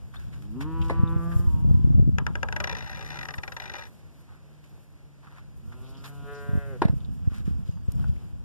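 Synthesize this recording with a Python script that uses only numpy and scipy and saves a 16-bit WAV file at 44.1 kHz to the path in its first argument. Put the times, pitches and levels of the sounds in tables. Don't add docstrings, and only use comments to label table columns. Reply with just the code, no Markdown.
import sys
import numpy as np
from scipy import signal
from scipy.fft import rfft, irfft, next_fast_len
from scipy.io import wavfile
from scipy.ndimage import uniform_filter1d

SR = 44100
rng = np.random.default_rng(int(sys.argv[2]) if len(sys.argv) > 2 else 0)


def nominal_scale(level):
    x = np.asarray(level, float) / 20
    return 10 ** x


def dump_mix(stems):
    frames = np.atleast_2d(stems).T
    limited = np.clip(frames, -1, 1)
    pcm = np.round(limited * 32767).astype(np.int16)
    wavfile.write(sys.argv[1], SR, pcm)


N = 372204


def evened(x):
    return x / np.sqrt(np.mean(x ** 2) + 1e-20)


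def read(points, hz):
    f, value = np.transpose(points)
    return np.interp(np.log(hz + 1), np.log(f + 1), value)


def add(mix, s, sound):
    part = mix[..., max(round(s * SR), 0):][..., :sound.shape[-1]]
    part += sound[..., :part.shape[-1]]


def drift(size, per_s):
    knots = rng.standard_normal(int(size / SR * 200) + 3)
    return np.interp(np.arange(size) / SR * per_s, np.arange(len(knots)), knots)


def filtered(x, response):
    size = next_fast_len(x.shape[-1] + 4096)
    spectrum = rfft(x, size) * response(np.fft.rfftfreq(size, 1 / SR))
    return irfft(spectrum, size)[..., :x.shape[-1]]


def ports(x, lag_ms, tilt_db):
    right = filtered(x, lambda hz: np.exp(-2j * np.pi * hz * lag_ms / 1000))
    return np.array([x * nominal_scale(tilt_db / 2), right * nominal_scale(-tilt_db / 2)])


def ring(points):
    log_gain = read(points, np.fft.rfftfreq(2048, 1 / SR)) * np.log(10) / 20
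    full = np.concatenate([log_gain, log_gain[-2:0:-1]])
    return np.fft.ifft(np.exp(np.conj(signal.hilbert(full)))).real[:1024]


def yard(x, t60, start_ms):
    t = np.arange(SR // 2) / SR
    taps = rng.standard_normal((2, len(t))) * (rng.random((2, len(t))) < .05)
    taps = taps * nominal_scale(-60 * t / t60) * (t > start_ms / 1000)
    wet = signal.fftconvolve(x[None], taps / np.linalg.norm(taps[0]), axes=1)[:, :N]
    return filtered(wet, lambda hz: 1 / (1 + (hz / 3500) ** 2))


def swells(rows, rest_db):
    t = np.arange(0, N + 256, 256) / SR
    power = sum(nominal_scale(db - 20 * abs((t - s) / sink_s) ** 1.3) ** 2 for s, db, sink_s in rows)
    return np.interp(np.arange(N) / SR, t, 10 * np.log10(power + nominal_scale(rest_db) ** 2))


def moo(rows, mouth, throat, order, gain_db, jitter, breath_db):
    s, *columns = np.transpose(rows)
    t = np.arange(s[0], s[-1], 1 / SR)
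    hz, level_db, bright_db = (np.interp(t, s, c) for c in columns)
    at, opening, scale = np.transpose(mouth)
    wide = np.clip(np.interp(t, at, opening), 0, 1)
    shift = np.interp(t, at, scale)

    def colour(f):
        return (1 - wide) * read(throat[0], f) + wide * read(throat[1], f / shift)

    def lift(f):
        return bright_db * np.clip(np.log2(f / 450), -1, 1) / 2

    def end_loss(f):
        return -2.5 * f / 1000 + 20 * np.minimum(np.log2(f / 165), 0)

    turns = np.cumsum(hz * (1 + jitter * drift(len(t), 59.85))) / SR
    puffs = uniform_filter1d(rng.standard_normal(len(t)), 60) * 8 * nominal_scale(breath_db)
    voice = np.zeros(len(t))
    for k in range(1, 30):
        db = level_db + gain_db + colour(k * hz) - colour(order * hz)
        db = db + lift(k * hz) + end_loss(k * hz) + 1.57 * drift(len(t), 12.96)
        tone = np.sqrt(2) * np.cos(2 * np.pi * (k * turns + rng.random()))
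        voice += nominal_scale(db) * (1 + np.roll(puffs, 977 * k)) * tone
    out = np.zeros(N)
    add(out, s[0], voice * signal.windows.tukey(len(t), .05))
    return out


def near_cows():
    # (time [s], pitch [Hz], level of the reference harmonic [dB], brightness [dB])
    call_a = [(.36, 89.9, -59, -12), (.52, 106.9, -54.5, -13), (.565, 127.8, -40.5, -5.5),
              (.675, 158.6, -38.5, 13), (.76, 163.7, -41.5, 21), (1.12, 165.7, -41.5, 17.5),
              (1.35, 170.2, -49, 11), (1.44, 174.2, -53.5, 8), (1.53, 167.7, -56, 12)]
    call_b = [(5.6, 107, -86, -16), (5.77, 126.5, -68, -3), (6.1, 142.3, -61.5, -1.5),
              (6.22, 141.4, -58.5, -0.5), (6.3, 143.1, -48, -1.5), (6.6, 142, -50.5, -4.5),
              (6.712, 136.8, -53.5, -11.5), (6.76, 123, -56.5, -20), (6.79, 113, -72.5, -27)]
    groan = [(1.46, 161.6, -57, 20), (1.52, 156.4, -52.5, 17), (1.585, 155.7, -51, 14.5),
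             (1.7, 159.5, -65, 13), (1.8, 169.8, -58, 11), (1.9, 175.4, -64, 7.6), (2.0, 178.5, -70, 6.1)]
    # (time [s], 0 narrow - 1 wide, upward shift of the resonances [ratio])
    mouth_a = [(.9, .05, 1.0), (1.1, .4, 1.0), (1.28, .95, 1.0), (1.43, .9, 1.0), (1.51, .05, 1.0)]
    mouth_b = [(5.9, 0.013, 1.4), (6.23, 0.071, 0.93), (6.28, 0.65, 1.054), (6.5, 0.75, 1.045),
               (6.7, 0.8, 1.093), (6.76, 0.71, 1.1), (6.802, 0.99, 0.94)]
    # (frequency [Hz], level [dB])
    throat_a = [(163, 7.5), (326, -2.5), (489, -23.5), (652, -65), (815, -40.5), (978, -23), (1141, -30),
                (1304, -33), (1630, -39), (1956, -36.5), (2282, -44), (2771, -43), (3423, -51),
                (4564, -47)], [(169, 5), (338, -14.5), (507, -26.5), (676, -30.5), (845, -40),
                (1014, -39.5), (1183, -26), (1352, -39), (1521, -35.5), (1690, -37), (2028, -37),
                (2366, -46), (2873, -59), (3549, -60.5), (4732, -69)]
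    throat_b = [(140, 2.5), (281, -15.5), (422, -20.5), (562, -32), (702, -24), (843, -36), (984, -25.5),
                (1124, -30.5), (1405, -20.5), (1686, -43), (1967, -45), (2388, -35), (2950, -31),
                (3934, -38)], [(142, -11.5), (284, -30), (426, 4.5), (495, 1), (568, -19), (710, -15),
                (852, -37.5), (994, -16), (1136, -17.5), (1420, -5), (1704, -7.5), (1880, 0.5), (2100, -21),
                (2414, -23), (2982, -31), (3976, -28)]
    throat_groan = [[(160, 2), (320, -6.5), (480, -25), (780, -47), (960, -20), (1080, -25.5), (1150, -37),
                    (1400, -44.5)]] * 2
    a = moo(call_a, mouth_a, throat_a, order=2, gain_db=4.5, jitter=.006, breath_db=-30.5)
    a = a + moo(groan, mouth_a, throat_groan, order=2, gain_db=2, jitter=.0052, breath_db=-25)
    b = moo(call_b, mouth_b, throat_b, order=10, gain_db=-1.5, jitter=.0031, breath_db=-45)
    return ports(a, -.06, 1.5) + ports(b, -.05, 1.6) + nominal_scale(-11) * yard(a + b, .4, 6)


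def far_hum():
    # (time [s], pitch [Hz], level [dB])
    hums = [
        [(0.0, 132.6, -59), (0.332, 137.8, -55), (0.62, 151, -53)],
        [(2.6, 158, -66), (3.062, 152.2, -57), (3.7, 132.6, -62.5)],
        [(3.9, 146.7, -63.5), (4.394, 150.9, -66.5), (5.75, 141, -61.5)],
    ]
    out = np.zeros(N)
    for rows in hums:
        s, hz, db = np.transpose(rows)
        t = np.arange(s[0], s[-1], 1 / SR)
        wavering_hz = np.interp(t, s, hz) * (1 + .011 * drift(len(t), 28.1))
        phase = 2 * np.pi * np.cumsum(wavering_hz) / SR
        tone = np.sin(phase) + nominal_scale(-20.5) * np.sin(2 * phase)
        level = nominal_scale(np.interp(t, s, db) + 14.5 + 1.9 * drift(len(t), 11.76))
        add(out, s[0], tone * level * signal.windows.tukey(len(t), .15))
    return ports(out, .05, .1)


def hinge_slips():
    # (time [s], peak level [dB])
    single = [(2.184, -23.5), (2.266, -25.5), (2.354, -29), (2.43, -24.5), (2.486, -32.5), (2.525, -27),
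              (2.563, -25), (2.602, -24), (2.641, -23.5), (2.673, -28.5), (2.695, -30), (2.713, -34.5),
              (2.726, -31.5), (2.75, -33), (3.171, -37.5), (3.189, -33), (3.211, -36), (3.23, -34),
              (3.253, -36.5), (3.286, -33.5), (3.306, -37.5), (3.339, -36), (3.382, -35), (3.434, -33.5),
              (3.478, -35.5), (3.521, -34.5), (3.566, -32), (3.6, -33.5), (3.697, -35), (3.738, -32.5)]
    # (time [s], peak level [dB])
    quick = [(2.768, -38.5), (2.786, -40), (2.807, -44), (2.824, -42.5), (2.843, -47), (2.861, -44),
             (2.874, -42), (2.8961, -42), (2.9147, -44.5), (2.929, -44), (2.947, -44.5), (2.959, -47),
             (2.972, -42.5), (2.992, -45), (3.01, -41.5), (3.026, -43), (3.047, -46), (3.062, -45),
             (3.076, -48), (3.088, -46.5), (3.104, -41.5), (3.117, -44.5), (3.128, -45.5), (3.143, -44),
             (3.157, -42), (3.62, -42), (3.639, -44), (3.657, -42), (3.678, -46.5), (3.718, -46)]
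    # (start [s], end [s], gap between slips [s], first level [dB], last level [dB])
    rasps = [(3.752, 3.868, .0145, -41.5, -52)]
    rub_single, rub_rasp = .2, .9
    slips = [(s, db, rub_single) for s, db in single] + [(s, db, rub_rasp) for s, db in quick]
    for start, end, gap_s, first_db, last_db in rasps:
        nudge = rng.uniform(-1, 1, 20)
        s = start + gap_s * (np.arange(20) + .22 * nudge)
        db = np.interp(s, [start, end], [first_db, last_db]) + 1.2 * rng.standard_normal(20)
        slips += [(at, level, rub_rasp) for at, level in zip(s, db) if at < end]
    return slips


def gate():
    # (frequency [Hz], level at slow swing [dB], level at quick swing [dB], time to fall 110
    # dB [s])
    modes = [(560, -4.5, -7, 0.043), (777, -5.5, -2, 0.055), (990, 2, 2.5, 0.078), (1220, -6, -4.5, 0.054),
             (1660, 10.5, 3, 0.038), (1795, -1, 5, 0.036), (1960, -0.5, 6, 0.024),
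             (3450, -11.5, -6.5, 0.018), (2370, -9.5, -1.5, 0.048), (2950, -17, -10.5, 0.01),
             (3820, -19.5, -7.5, 0.0061), (5050, -19.5, -13, 0.014), (5360, -23, -12, 0.01),
             (6065, -13, -11.5, 0.0096)]
    snap_gain, loose = 4.5, .55
    rounds_per_s = 7.3
    t = np.arange(1200) / SR
    shape = (t / .0036) ** 2 * np.exp(2 - t / .0015)
    snap = np.exp(-((t - .0025) * SR / 1.5) ** 2)
    drive = np.zeros((2, N))
    for s, db, rub in hinge_slips():
        quick = np.clip((s - 2.45) / .24, 0, 1)
        grind = shape + rub * quick * np.exp(-t / .014)
        rattle = (loose + (1 - loose) * quick) * rng.standard_normal(len(t)) * grind
        slip = (snap_gain * (1 - .5 * quick) * snap + rattle) * nominal_scale(db)
        add(drive, s - .002, np.array([[1 - quick], [quick]]) * slip)

    t = np.arange(4000) / SR
    bare_tick = drive.sum(0)
    creak = nominal_scale(-19) * bare_tick
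    for k, (hz, slow_db, quick_db, t60) in enumerate(modes):
        mode = (-1) ** k * nominal_scale(-110 * t / t60) * np.sin(2 * np.pi * hz * t) * .024 / t60
        creak = creak + nominal_scale(-19) * signal.oaconvolve(nominal_scale([slow_db, quick_db]) @ drive, mode)[:N]

    def board_colour(hz):
        return nominal_scale(12.5) * (hz / 380) ** 2 / (1 + (hz / 380) ** 2) / (1 + (hz / 1700) ** 2)

    boards = filtered(bare_tick, board_colour)
    dull = filtered(nominal_scale(-13) * creak + boards, lambda hz: 1 / (1 + (hz / 2300) ** 2))
    turn = np.pi * rounds_per_s * np.arange(N) / SR
    tail = sum(yard(dull * np.cos(turn + k * np.pi / 3), .16, 3) for k in range(3))
    left, right = ports(creak, .4303, 7)
    right = filtered(right, lambda hz: nominal_scale(-8.5 * np.exp(-((hz - 1750) / 380) ** 2)))
    direct = np.array([left, right]) * nominal_scale(-2)
    return direct + nominal_scale(-9) * yard(creak, .028, .6) + nominal_scale(-5.5) * tail


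def knocks():
    # (time [s], peak level [dB], main ring [Hz], t60 [s], lag of the right port [ms])
    blows = [
        (0.608, -45, 1050, 0.11, 0.051),
        (0.897, -17.5, 998, 0.41, 0.12),
        (0.906, -21, 560, 0.34, 0.2),
        (3.742, -35, 990, 0.045, 0.012),
        (6.8186, -9.5, 968, 0.24, -0.06),
        (6.851, -20.5, 600, 0.073, -0.32),
        (6.882, -26.5, 895, 0.11, -0.39),
        (8.041, -35.5, 1480, 0.015, -0.021),
    ]
    # (frequency [Hz], level [dB])
    wood_colour = [(200, 1.5), (300, 8), (500, -1), (750, -4.5), (1000, -6), (1300, -9), (1650, -5),
                   (2000, -6), (2500, -14.5), (3200, -23.5), (4000, -17), (5000, -26.5), (7000, -34.5),
                   (10000, -31), (14000, -48)]
    out = np.zeros((2, N))
    t = np.arange(5000) / SR
    wood = ring(wood_colour)
    wood = wood / np.linalg.norm(wood)
    for s, db, hz, t60, lag_ms in blows:
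        force = t / .003 * np.exp(1 - t / .003) + .25 * nominal_scale(-60 * t / t60)
        body = signal.oaconvolve(rng.standard_normal(len(t)) * force, wood)[:len(t)]
        swell = np.sin(np.pi * np.minimum(t / .0062, 1) ** 1.32) ** .71
        tone = .52 * np.sin(2 * np.pi * hz * t * (1.18 - 25 * t)) * swell
        knock = nominal_scale(db - 2.5) * (.3 * body + tone) * np.minimum(t * 1000, 1)
        add(out, s - .001, ports(knock, lag_ms, 2.5))
    return out + nominal_scale(-16.5) * yard(out[0], .017, .5) + nominal_scale(-12) * yard(out[0], .094, 6.8)


def scuffs():
    # (time [s], peak level [dB], centre [Hz], length [s], width [octaves])
    bursts = [(0.138, -48, 1290, 0.035, 0.61), (0.186, -58, 1700, 0.092, 1.4),
              (0.159, -57, 1540, 0.08, 0.14), (0.42, -58.5, 1700, 0.036, 1.3),
              (1.694, -51.5, 660, 0.02, 0.42), (1.987, -54.5, 648, 0.028, 0.25),
              (0.323, -53.5, 1430, 0.055, 1), (0.606, -39.5, 1150, 0.032, 1),
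              (0.816, -43.5, 2700, 0.015, 0.36), (0.825, -54, 1988, 0.11, 1.51),
              (1.075, -55, 3640, 0.017, 0.097), (1.317, -42, 1480, 0.023, 0.33),
              (4.278, -58.5, 1140, 0.11, 0.66), (4.632, -60, 1407, 0.055, 1.4),
              (5.229, -52.5, 1117, 0.043, 0.57), (5.271, -58.5, 1070, 0.33, 0.73),
              (5.271, -50.5, 1290, 0.017, 0.5), (5.309, -60, 1500, 0.012, 0.55),
              (5.383, -51, 1500, 0.013, 0.56), (5.357, -55, 1520, 0.061, 0.63),
              (5.722, -53, 1240, 0.026, 0.69), (5.826, -62, 3200, 0.13, 0.42),
              (5.87, -64, 5000, 0.069, 0.25), (5.936, -60, 3200, 0.068, 0.24),
              (5.97, -59, 4930, 0.043, 0.2), (6.334, -58.5, 5100, 0.08, 0.47),
              (6.037, -45, 1280, 0.051, 0.84), (6.042, -47, 3770, 0.031, .5),
              (7.004, -61, 3200, .016, 0.35), (7.048, -57.5, 3720, 0.013, 0.22),
              (7.249, -62, 1490, 0.03, 0.5), (7.291, -56, 1300, 0.18, 0.81), (7.341, -51, 1620, 0.058, 1.5),
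              (7.4, -60, 3600, 0.0099, .3), (7.448, -59, 2800, 0.068, 1.3),
              (7.455, -57.5, 1360, 0.057, 0.61), (7.652, -61, 2760, 0.087, 1.2),
              (7.769, -58.5, 900, 0.023, 0.74), (7.88, -58.5, 1220, 0.046, 1),
              (7.922, -41, 8900, 0.0029, 1.1), (7.955, -58, 8000, 0.0072, .4),
              (7.988, -57.5, 1320, 0.089, 1), (8.077, -60.5, 3500, 0.026, 1),
              (8.165, -57, 2190, 0.0079, 0.45)]
    out = np.zeros((2, N))
    t = np.arange(6000) / SR
    for s, db, hz, length, octaves in bursts:
        lumps = uniform_filter1d(rng.standard_normal(len(t)), 90) * 8
        grains = rng.standard_normal((2, len(t))) * nominal_scale(3.6 * lumps)
        band = filtered(grains, lambda f: 1 / (1 + (np.log2((f + 1) / hz) / octaves) ** 2))
        envelope = np.exp(-(t / length) ** 2) * np.minimum(t / (.15 * length), 1)
        add(out, s - .003, nominal_scale(db - 2) * evened(band) * envelope)
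    return out


def birds():
    # (time [s], pitch [Hz], level [dB])
    peeps = [
        [(.12, 2900, -58), (.128, 3400, -47.5), (.137, 3900, -58)],
        [(.15, 3040, -53), (.17, 3660, -41), (.19, 3720, -48)],
        [(.15, 3960, -46), (.17, 4380, -40.5), (.187, 4200, -62)],
        [(7.62, 6400, -68), (7.65, 6840, -67), (7.72, 6530, -60), (7.82, 6350, -65)],
        [(7.92, 5700, -64), (7.97, 5400, -65), (8.06, 4900, -65)],
        [(7.63, 5160, -67), (7.78, 4710, -64), (7.88, 4540, -66)],
        [(7.845, 7770, -69), (7.86, 7700, -55), (7.88, 7600, -67)],
    ]
    out = np.zeros((2, N))
    for rows in peeps:
        s, hz, db = np.transpose(rows)
        t = np.arange(s[0], s[-1], 1 / SR)
        level = nominal_scale(np.interp(t, s, db) - 15 + 7 * drift(len(t), 180))
        tone = np.sin(2 * np.pi * np.cumsum(np.interp(t, s, hz)) / SR) * level
        add(out, s[0], ports(tone * signal.windows.tukey(len(t), .3), .18, 9))
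    return out


def wind_pops():
    # (time [s], peak level [dB], pitch [Hz])
    eddies = [(0.996, -9, 118.4), (1.035, -3.5, 166), (1.364, -6.5, 115), (1.542, -15, 143),
              (1.626, -17, 110), (1.648, -12, 128), (1.708, -1, 130), (1.773, -11, 146),
              (1.812, -12, 139.6), (1.846, -3.5, 130), (1.874, -7, 163), (1.949, -13, 149),
              (1.983, -7.5, 192), (1.996, 0, 173), (2.026, -11.5, 144), (2.077, -7, 181), (2.092, -4, 172),
              (2.222, -16, 176), (2.306, -18.5, 110), (2.61, -23, 100), (3.385, -22.5, 93),
              (8.005, -16, 146), (8.06, -26, 121), (7.693, -13.5, 131), (7.886, -11, 101),
              (8.095, -13, 116)], [ (1.129, -16, 131), (1.164, -9, 134), (1.399, -12.5, 123.2),
              (1.745, -6, 125), (1.795, -14.5, 191), (1.906, -7.5, 151), (6.493, -14, 141),
              (6.513, -22, 148.6), (6.534, -12, 127.3), (6.554, -9.5, 178), (6.59, -27, 148.2),
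              (6.93, -17, 150), (6.975, -21, 116), (7.32, -23, 117), (7.405, -20, 156), (7.51, -16, 117),
              (6.576, -12, 112), (6.855, -2, 185), (6.899, -6.5, 133), (6.939, -15, 143),
              (7.09, -19.5, 96.5), (7.276, -7, 113), (7.48, -11, 179)]
    out = np.zeros((2, N))
    u = np.arange(-600, 2400) / SR
    for port, rows in zip(out, eddies):
        for s, db, hz in rows:
            cycles = u * hz
            phase = 2 * np.pi * (cycles - .209 * cycles * abs(cycles)) + rng.uniform(-.96, 1)
            ragged = 1 + .2 * drift(len(u), 894)
            envelope = np.exp(-abs(cycles) * np.where(u < 0, 3.5, .9))
            add(port, s - 600 / SR, nominal_scale(db) * ragged * -np.cos(phase) * envelope)
    return out


def wind():
    # (middle [s], peak level [dB], time to sink 20 dB [s])
    gusts = [(0.0, -36, 3), (1.02, -20, 0.76), (1.68, -12, 0.25), (2.04, -10, 0.37), (2.24, -28.5, 2),
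             (2.58, -26.5, -0.5), (3.3, -44, 0), (5.5, -35.5, -0.2), (7.0, -31.5, 0.5), (7.7, -52, 1),
             (8.03, -14.5, 0.18), (8.3, -29, 0.8)], [(.55, -42.5, -10), (.84, -50, 2.3), (1.08, -37, 5),
             (1.48, -17.5, 0.3), (1.92, -19, 0.5), (2.28, -22, -0.22), (2.55, -36, -0.3), (3.4, -37, 0),
             (5.76, -31, -0.4), (6.5, -42.5, 1), (6.85, -25, 1), (7.3, -24, -0.57), (7.53, -19, 0.27),
             (8.18, -35, -4.5)]
    # (frequency [Hz], level [dB])
    rumble_colour = [(40, 7), (70, 7), (110, 2), (170, -3), (260, -14.5), (400, -35.5), (700, -33),
                     (1200, -32)]
    rumble = evened(filtered(rng.standard_normal((2, N)), lambda hz: nominal_scale(read(rumble_colour, hz))))
    rumble = rumble * nominal_scale([swells(rows, -64.5) - 4 + 3 * drift(N, 25) for rows in gusts])
    pressed = np.tanh(1.604 * (rumble + wind_pops())) / 1.6
    return filtered(pressed, lambda hz: 1 / (1 + (hz / 450) ** 3))


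def air():
    # (frequency [Hz], level [dB])
    floor_colour = [(40, -6.5), (70, -3), (110, -8), (170, -11.5), (260, -17.5), (400, -22.5), (700, -29),
                    (1200, -31.5), (2000, -29.5), (3500, -36), (6000, -38), (10000, -42.5), (14000, -46)]
    # (middle [s], peak level [dB], time to sink 20 dB [s])
    rustles = [(.37, -78, -4.5), (.77, -69.5, 0.23), (1.4, -63, 0.44), (3.28, -68, 1.43), (4.76, -72, 0.28),
               (5.85, -71.5, 0.52), (6.06, -72.5, 0.5), (6.45, -69, 0.94), (7.36, -78.5, 1),
               (7.99, -72, 0.5)]
    own, shared = rng.standard_normal((2, N)), rng.standard_normal(N)
    far = own + 1.3 * filtered(shared, lambda hz: 1 / (1 + (hz / 1500) ** 2))
    floor = evened(filtered(far, lambda hz: nominal_scale(read(floor_colour, hz))))
    floor = floor * nominal_scale(1.5 * drift(N, 9))
    hiss = filtered(rng.standard_normal((2, N)), lambda hz: (hz / 7000) ** 1.8 / (1 + (hz / 7000) ** 2.17))
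    level_db = swells(rustles, -93)
    rustle = evened(hiss) * nominal_scale(level_db + 3 + 5.05 * drift(N, 33))
    return floor * nominal_scale(-51.5 + .28 * (level_db + 79)) + rustle


def scene():
    return near_cows() + far_hum() + gate() + knocks() + scuffs() + birds() + wind() + air()


def roll_off(x):
    return signal.sosfilt(signal.butter(12, 15440, fs=SR, output="sos"), x)


def record(dry):
    lag_s = 21.13 / 44100

    def cross_path(hz):
        return .86 * np.exp(-2j * np.pi * hz * lag_s) / (1 + (hz / 8500) ** 2)

    def band_limits(hz):
        return 1 / (1 + (hz / 14400) ** 80) / (1 + (42 / (hz + 1)) ** 5)

    wide = filtered(dry - filtered(dry[::-1], cross_path), band_limits)
    return roll_off(wide)


dry = scene()
out = record(dry)
dump_mix(out)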